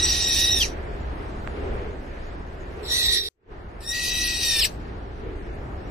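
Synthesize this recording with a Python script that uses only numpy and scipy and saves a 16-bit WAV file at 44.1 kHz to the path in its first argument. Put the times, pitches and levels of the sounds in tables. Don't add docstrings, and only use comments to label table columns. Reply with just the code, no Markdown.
import sys
import numpy as np
from scipy import signal
from scipy.fft import rfft, irfft
from scipy.io import wavfile
from scipy.ndimage import uniform_filter1d, minimum_filter1d

SR = 44100
rng = np.random.default_rng(int(sys.argv[2]) if len(sys.argv) > 2 else 0)


def pcm_store(signal):
    levels = np.round(np.clip(np.atleast_2d(signal), -1, 1) * 32767)
    wavfile.write(sys.argv[1], SR, levels.astype(np.int16).T)


def undo_db(level):
    steps = np.asarray(level, float) / 20
    return 10 ** steps


N = 260190
CUT_S = 3.287


def level(x, db):
    return x * undo_db(db) / np.sqrt(np.mean(x ** 2))


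def curves(table):
    s, *columns = np.transpose(table)
    return [np.interp(np.arange(N) / SR, s, c) for c in columns]


def at(table, hz):
    f, v = np.transpose(table)
    return np.interp(np.log(np.maximum(hz, 1)), np.log(f), v)


def colour(x, table):
    return irfft(rfft(x) * undo_db(at(table, np.fft.rfftfreq(N, 1 / SR))), N)


def walk(rate, count=1, size=N):
    k = max(int(SR / rate), 2)
    steps = np.repeat(rng.standard_normal((count, size // k + 1)), k, axis=1)
    w = uniform_filter1d(uniform_filter1d(steps, k, axis=1), k, axis=1)[:, :size]
    return w / w.std()


def band(x, hz, width):
    bell = np.exp(-.5 * ((np.fft.rfftfreq(N, 1 / SR) - hz) / width) ** 2)
    return irfft(rfft(x) * bell, N)


# t/s, level/dB
FADER = [(0, -0.5), (1.3, -.5), (1.7, 3), (2.1, -2), (2.75, -3.5), (3.1, -4.5), (3.286, -15.5),
         (3.289, -48.5), (3.335, -51), (3.4, -39), (3.47, -24), (3.52, -7), (3.75, -6.5), (4.2, -4),
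         (4.8, -1.5), (5.9, 0.5)]
# f/Hz, level/dB (per Hz)
TOWN = [(11, -21.5), (18, -1.5), (64, 2), (120, -10), (146, -13.5), (313, -14), (415, -13), (452, -18.5),
        (551, -18), (774, -20.5), (1120, -26.5), (1760, -27.5), (4470, -45.5), (8800, -59.5),
        (15500, -72.5)]
# f/Hz, side minus mid level/dB
TOWN_SIDE = [(60, -18.5), (110, -13.5), (200, -13.5), (380, -4.5), (700, 0), (1290, 4), (2380, -2.5),
             (4400, 1), (8120, -13), (15000, 3)]


def town():
    fader_db = curves(FADER)[0]
    before = np.arange(N) < CUT_S * SR
    treble_db = -0.53 - 0.32 * np.clip(fader_db, -6, 0) * before
    mid = colour(rng.standard_normal(N), TOWN)
    side = colour(colour(rng.standard_normal(N), TOWN), TOWN_SIDE)
    spectrum = rfft(np.array([mid + side, mid - side]), axis=1)
    octave = np.log2(np.maximum(np.fft.rfftfreq(N, 1 / SR), 1))
    swell = walk(1.1)[0]
    out = 0
    for centre in range(4, 15):
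        share = np.cos(np.pi / 2 * np.clip(octave - centre, -1, 1)) ** 2
        gain_db = 0.74 * swell + 1.4 * walk(7.3)[0] + treble_db * max(centre - 9, 0)
        out = out + irfft(spectrum * share, N, axis=1) * undo_db(gain_db)
    return level(out, -31.5) * undo_db(fader_db)


# t/s, hold t/s, drone level/dB, drone f/Hz, tyre hiss level/dB
TRAFFIC = [(0, .02, -33.5, 370.8, -38.5), (0.727, .02, -35, 377, -51.5), (0.955, .02, -37, 371.7, -66),
           (1.205, .02, -30.5, 373.6, -47), (1.57, .29, -27.5, 416.3, -47), (2.809, .03, -29, 411, -46),
           (3.14, .05, -34.5, 400, -66.5), (4.229, .02, -40, 360, -62), (5.244, .06, -27.5, 405, -50),
           (5.469, .02, -34.5, 371, -52), (5.867, .02, -40, 371, -61)]


def revs():
    s, hold, drone_db, hz, hiss_db = np.transpose(TRAFFIC)[..., None]
    t = np.arange(N) / SR
    rise_db_s, fall_db_s = 147.5, 100
    away_db = -rise_db_s * np.maximum(s - t, 0) - fall_db_s * np.maximum(t - s - hold, 0)
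    drone_curve = np.maximum((drone_db + away_db).max(axis=0), -45.5)
    hiss_curve = np.maximum((hiss_db + away_db).max(axis=0), -63)
    return drone_curve, np.interp(t, (s + hold / 2)[:, 0], hz[:, 0]), hiss_curve


def traffic():
    drone_db, hz, hiss_db = revs()
    phase = 2 * np.pi * np.cumsum(hz) / SR
    a, b, c, d = walk(230, count=4)
    mid = a * np.sin(phase) + b * np.cos(phase)
    side = c * np.sin(phase) + d * np.cos(phase)
    ports = mid + .5 * side * np.array([[1], [-1]])
    drone = undo_db(drone_db - 8 + 2.4 * walk(14)[0]) * ports
    hiss = band(rng.standard_normal((2, N)), 1600, 1100)
    return drone + level(hiss, 0) * undo_db(hiss_db + 0.84 * walk(15)[0])


# t/s, peak level/dB, left minus right level/dB
SNAPS = [
    (1.475, -15, -12),
]


def snaps():
    out, t = np.zeros((2, N)), np.arange(200) / SR
    attack = 1 - np.exp(-t / 0.00018)
    tick = np.sin(2 * np.pi * 1500 * t) * np.exp(-t / 0.00029) * attack
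    for s, db, pan_db in SNAPS:
        i = int(s * SR)
        out[:, i:i + len(t)] += undo_db(db + 6.0 + np.array([[.5], [-.5]]) * pan_db) * tick
    return out


def yard(x, t60_s=.15, wall_db=-43, far_db=-64, far_t60_s=.5):
    t = np.arange(SR // 2) / SR
    fall = undo_db(wall_db - 60 * t / t60_s) + undo_db(far_db - 60 * t / far_t60_s)
    echoes = rng.standard_normal((2, len(t))) * fall * (t > .004)
    return signal.fftconvolve(x, echoes, axes=1)[:, :N]


# t/s, level/dB, beak brightness level/dB (per octave), hoarseness level/dB
WHISTLES = [
    [(0, -22.5, -1.5, 1.5), (.22, -24.5, 0, 0), (.32, -22.5, 0.5, -0.5), (.4, -21.5, -16, 0.5),
     (.43, -20, -1, -5.5), (.59, -23, 2, -2.5), (.63, -19, -5, 4), (.672, -39, 2, 4.5), (.74, -58, 0, 9)],
    [(2.83, -49.5, 5.5, -1), (2.92, -22, 1, -2.5), (3.0, -22.5, -20, 4), (3.1, -20, -22, -3.5),
     (3.19, -22.5, -24.5, -3.5), (3.215, -30.5, -22, -8.5), (3.262, -30, -23, -5), (3.287, -34, -14, -2)],
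    [(3.805, -54, -3, -10.5), (3.905, -26.5, 0, -20), (3.95, -28.5, -12, -1), (4.24, -25, 2, 0.5),
     (4.4, -29, 1, 0.5), (4.435, -24, 3.5, 0.5), (4.585, -23, -2.5, 0), (4.652, -18, 3, -2),
     (4.7, -57, -12, 10)],
]
# t/s, f/Hz
PITCH = [
    [(0, 1915), (.15, 1895), (.33, 1885), (.385, 1850), (.42, 1900), (.52, 1900), (.572, 1860)],
    [(2.83, 1700), (2.9, 1850), (2.96, 1960), (3.05, 1900), (3.15, 1885), (3.29, 1895)],
    [(3.8, 1760), (3.84, 1800), (3.88, 1870), (3.95, 1925), (4.25, 1930), (4.42, 1895), (4.54, 1835),
     (4.6, 1800)],
]
# fundamental level/dB, thirds level/dB, breath level/dB, flutter depth [factor], top
# hiss level/dB
VOICES = [
    (-6.5, -17.5, 0, .55, 2),
    (-7, -25, 0, 1.2, 0),
    (2.5, -6.5, 1, .45, 6.5),
]
# start t/s, slide start t/s, slide length t/s
PHRASES = [
    (-.2, .572, .084),
    (2.865, 9, .06),
    (3.842, 4.6, .052),
]


def syrinx(call):
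    t = np.arange(N) / SR
    db, bright, hoarse_db = curves(WHISTLES[call])
    root_db, thirds_db, breath_db, flutter, top_db = VOICES[call]
    start, slide_s, length = PHRASES[call]
    slide = np.clip((t - slide_s) / length, 0, 1.04) ** 1.8
    since_start = np.maximum(t - start, 0)
    onset, settle = np.exp(-since_start / .026), np.exp(-since_start / .06)
    hz = curves(PITCH[call])[0] - 860 * slide
    root_db = root_db + .6 * hoarse_db + 16 * settle
    thirds_db = thirds_db + 2.5 * hoarse_db - 9.5 * slide
    breath_db = breath_db + hoarse_db + 18 * onset - 5 * np.sin(np.pi * np.minimum(slide, 1))
    flutter = flutter + .7 * slide + .8 * settle
    bright = bright - 36 * slide ** 2
    top_db = top_db + 8.1 * (t - start - .5) - 0.63 * hoarse_db
    return hz, root_db, thirds_db, breath_db, flutter, bright, top_db, db


# f/Hz, level/dB
THROAT = [(1200, -56), (1620, -34), (1770, -9), (1950, -4.5), (2250, -5), (2700, 1.5), (3800, -2),
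          (5700, -4.5), (6700, -12.5), (7600, -11), (9400, -9), (10600, -29), (13000, -22.5), (15500, -24)]
# f/Hz, level/dB (per Hz)
BREATH = [
    [(880, -63), (1500, -38.5), (1900, -9.5), (2090, -25), (2590, -10.5), (3340, -15), (3760, -7.5),
     (5190, -12), (5780, -3), (6620, -16), (8210, -18), (13700, -32.5), (15500, -36.5)],
    [(880, -58), (1500, -34.5), (1920, -14), (2200, -17), (2940, -19), (3830, 1.5), (5140, -14),
     (5610, -15), (6620, -23.5), (7900, -19), (10500, -22.5), (12900, -24), (15500, -39)],
    [(1210, -42), (2050, -18), (2190, -22.5), (2530, -5.5), (3350, -14), (3930, -5.5), (5340, -10.5),
     (5860, -8.5), (6820, -11), (8080, -13), (10800, -24.5), (13700, -29), (15500, -33)],
]


def whistle(call):
    t = np.arange(N) / SR
    rows = WHISTLES[call]
    on = (t >= rows[0][0]) & (t < rows[-1][0])
    size = on.sum()
    hz, root_db, thirds_db, breath_db, flutter, bright, top_db, db = (c[on] for c in syrinx(call))
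    jitter = .004 * walk(120, size=size)[0] + .002 * walk(25, size=size)[0]
    phase = 2 * np.pi * np.cumsum(hz * (1 + jitter)) / SR
    clear, hoarse = 0, 0
    for m in range(3, 19):
        k = m / 3
        gain = undo_db(at(THROAT, k * hz) + bright * max(np.log2(k / 2), 0) - 12.4 * (k > 3.5))
        a, b, c, d = walk(200 * k ** .6, count=4, size=size)
        a = a + .45 * k ** .3 * np.array([c, -c])
        b = b + .45 * k ** .3 * np.array([d, -d])
        cosine, sine = np.cos(k * phase), np.sin(k * phase)
        if m % 3 == 0:
            depth = flutter * .5 * k ** 0.94
            swell = undo_db(1.8 * walk(18, size=size)[0] + root_db * (m == 3)) / np.sqrt(1 + depth ** 2)
            clear = clear + gain * swell * ((1 + depth * a) * cosine + depth * b * sine)
        else:
            hoarse = hoarse + gain * undo_db(-7 * (m % 3 == 2)) * ((.1 + a) * cosine + b * sine)
    mid, side = (colour(rng.standard_normal(N), BREATH[call])[on] for _ in range(2))
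    breath = mid + .5 * np.array([side, -side])
    top = signal.sosfilt(signal.butter(4, 7000, "high", fs=SR, output="sos"), breath)
    breath = (breath + (undo_db(top_db) - 1) * top) * undo_db(1.8 * walk(30, size=size)[0])
    voice = level(clear, 0) + level(hoarse, 0) * undo_db(thirds_db) + level(breath, 0) * undo_db(breath_db)
    loudness = np.sqrt(uniform_filter1d(np.mean(voice ** 2, axis=0), size=1800))
    out = np.zeros((2, N))
    out[:, on] = voice / loudness * undo_db(db)
    return out


# left port late by [samples], left minus right level/dB
BEARINGS = [
    (-1, -1.0),
    (6, -2.0),
    (1, 1.2),
]


def bird():
    out = 0
    for call, (lag, pan_db) in enumerate(BEARINGS):
        left, right = whistle(call)
        left = np.roll(left, lag) * (np.arange(N) < N - 9)
        out = out + np.array([left * undo_db(pan_db / 2), right * undo_db(-pan_db / 2)])
    return out


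def thin_treble(x, patchy_db=4.0):
    hz, s, z = signal.stft(x, SR, nperseg=1536)
    bands = (np.log2(1 + hz / 3000) * 12).astype(int)
    power = [np.mean(np.abs(z[:, bands == b]) ** 2, axis=(0, 1)) for b in range(bands.max() + 1)]
    power = np.array(power)
    band_db = 10 * np.log10(uniform_filter1d(power, size=3, axis=1) + 1e-20)
    under_db = -minimum_filter1d(-band_db, size=5, axis=0) - band_db
    chance = rng.standard_normal((2, len(power), len(s) // 2 + 1))
    chance = np.repeat(chance, 2, axis=2)[..., :len(s)]
    lasting = uniform_filter1d(chance[1], size=3, axis=1) * 1.35
    reach = np.clip(np.log2(np.maximum(hz, 1) / 5000) + .5, 0, 1)[:, None]
    spared = ((under_db < 4)[bands] & (hz < 6300)[:, None]) | (hz < 1500)[:, None]
    lost = (lasting + under_db / 12)[bands] > 2.6 - 1.45 * reach + 9 * spared
    weak = np.abs(z) ** 2 < 1.3 * reach * power[bands]
    jump_db = (patchy_db * chance[0][bands] * (1 - 0.22 * spared) + 5.5) * reach
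    gain = undo_db(jump_db) * ~lost * ~weak * (hz < 15300)[:, None]
    return signal.istft(z * gain, SR, nperseg=1536)[1][:, :N]


def scene():
    voice = bird()
    before = np.arange(N) < int(CUT_S * SR)
    echoes = yard(voice * before) * before + yard(voice * ~before)
    traffic_fade = np.minimum(undo_db(curves(FADER)[0] + 15.5), 1)
    return voice + echoes + town() + traffic() * traffic_fade + snaps()


def top_cut(x):
    return signal.sosfilt(signal.butter(12, 15730, fs=SR, output="sos"), x)


def record(dry):
    before = np.arange(N) < int(CUT_S * SR)
    first = thin_treble(dry * before) * before
    second = thin_treble(dry * ~before) * ~before
    return top_cut(first + second)


dry = scene()
out = record(dry)
pcm_store(out)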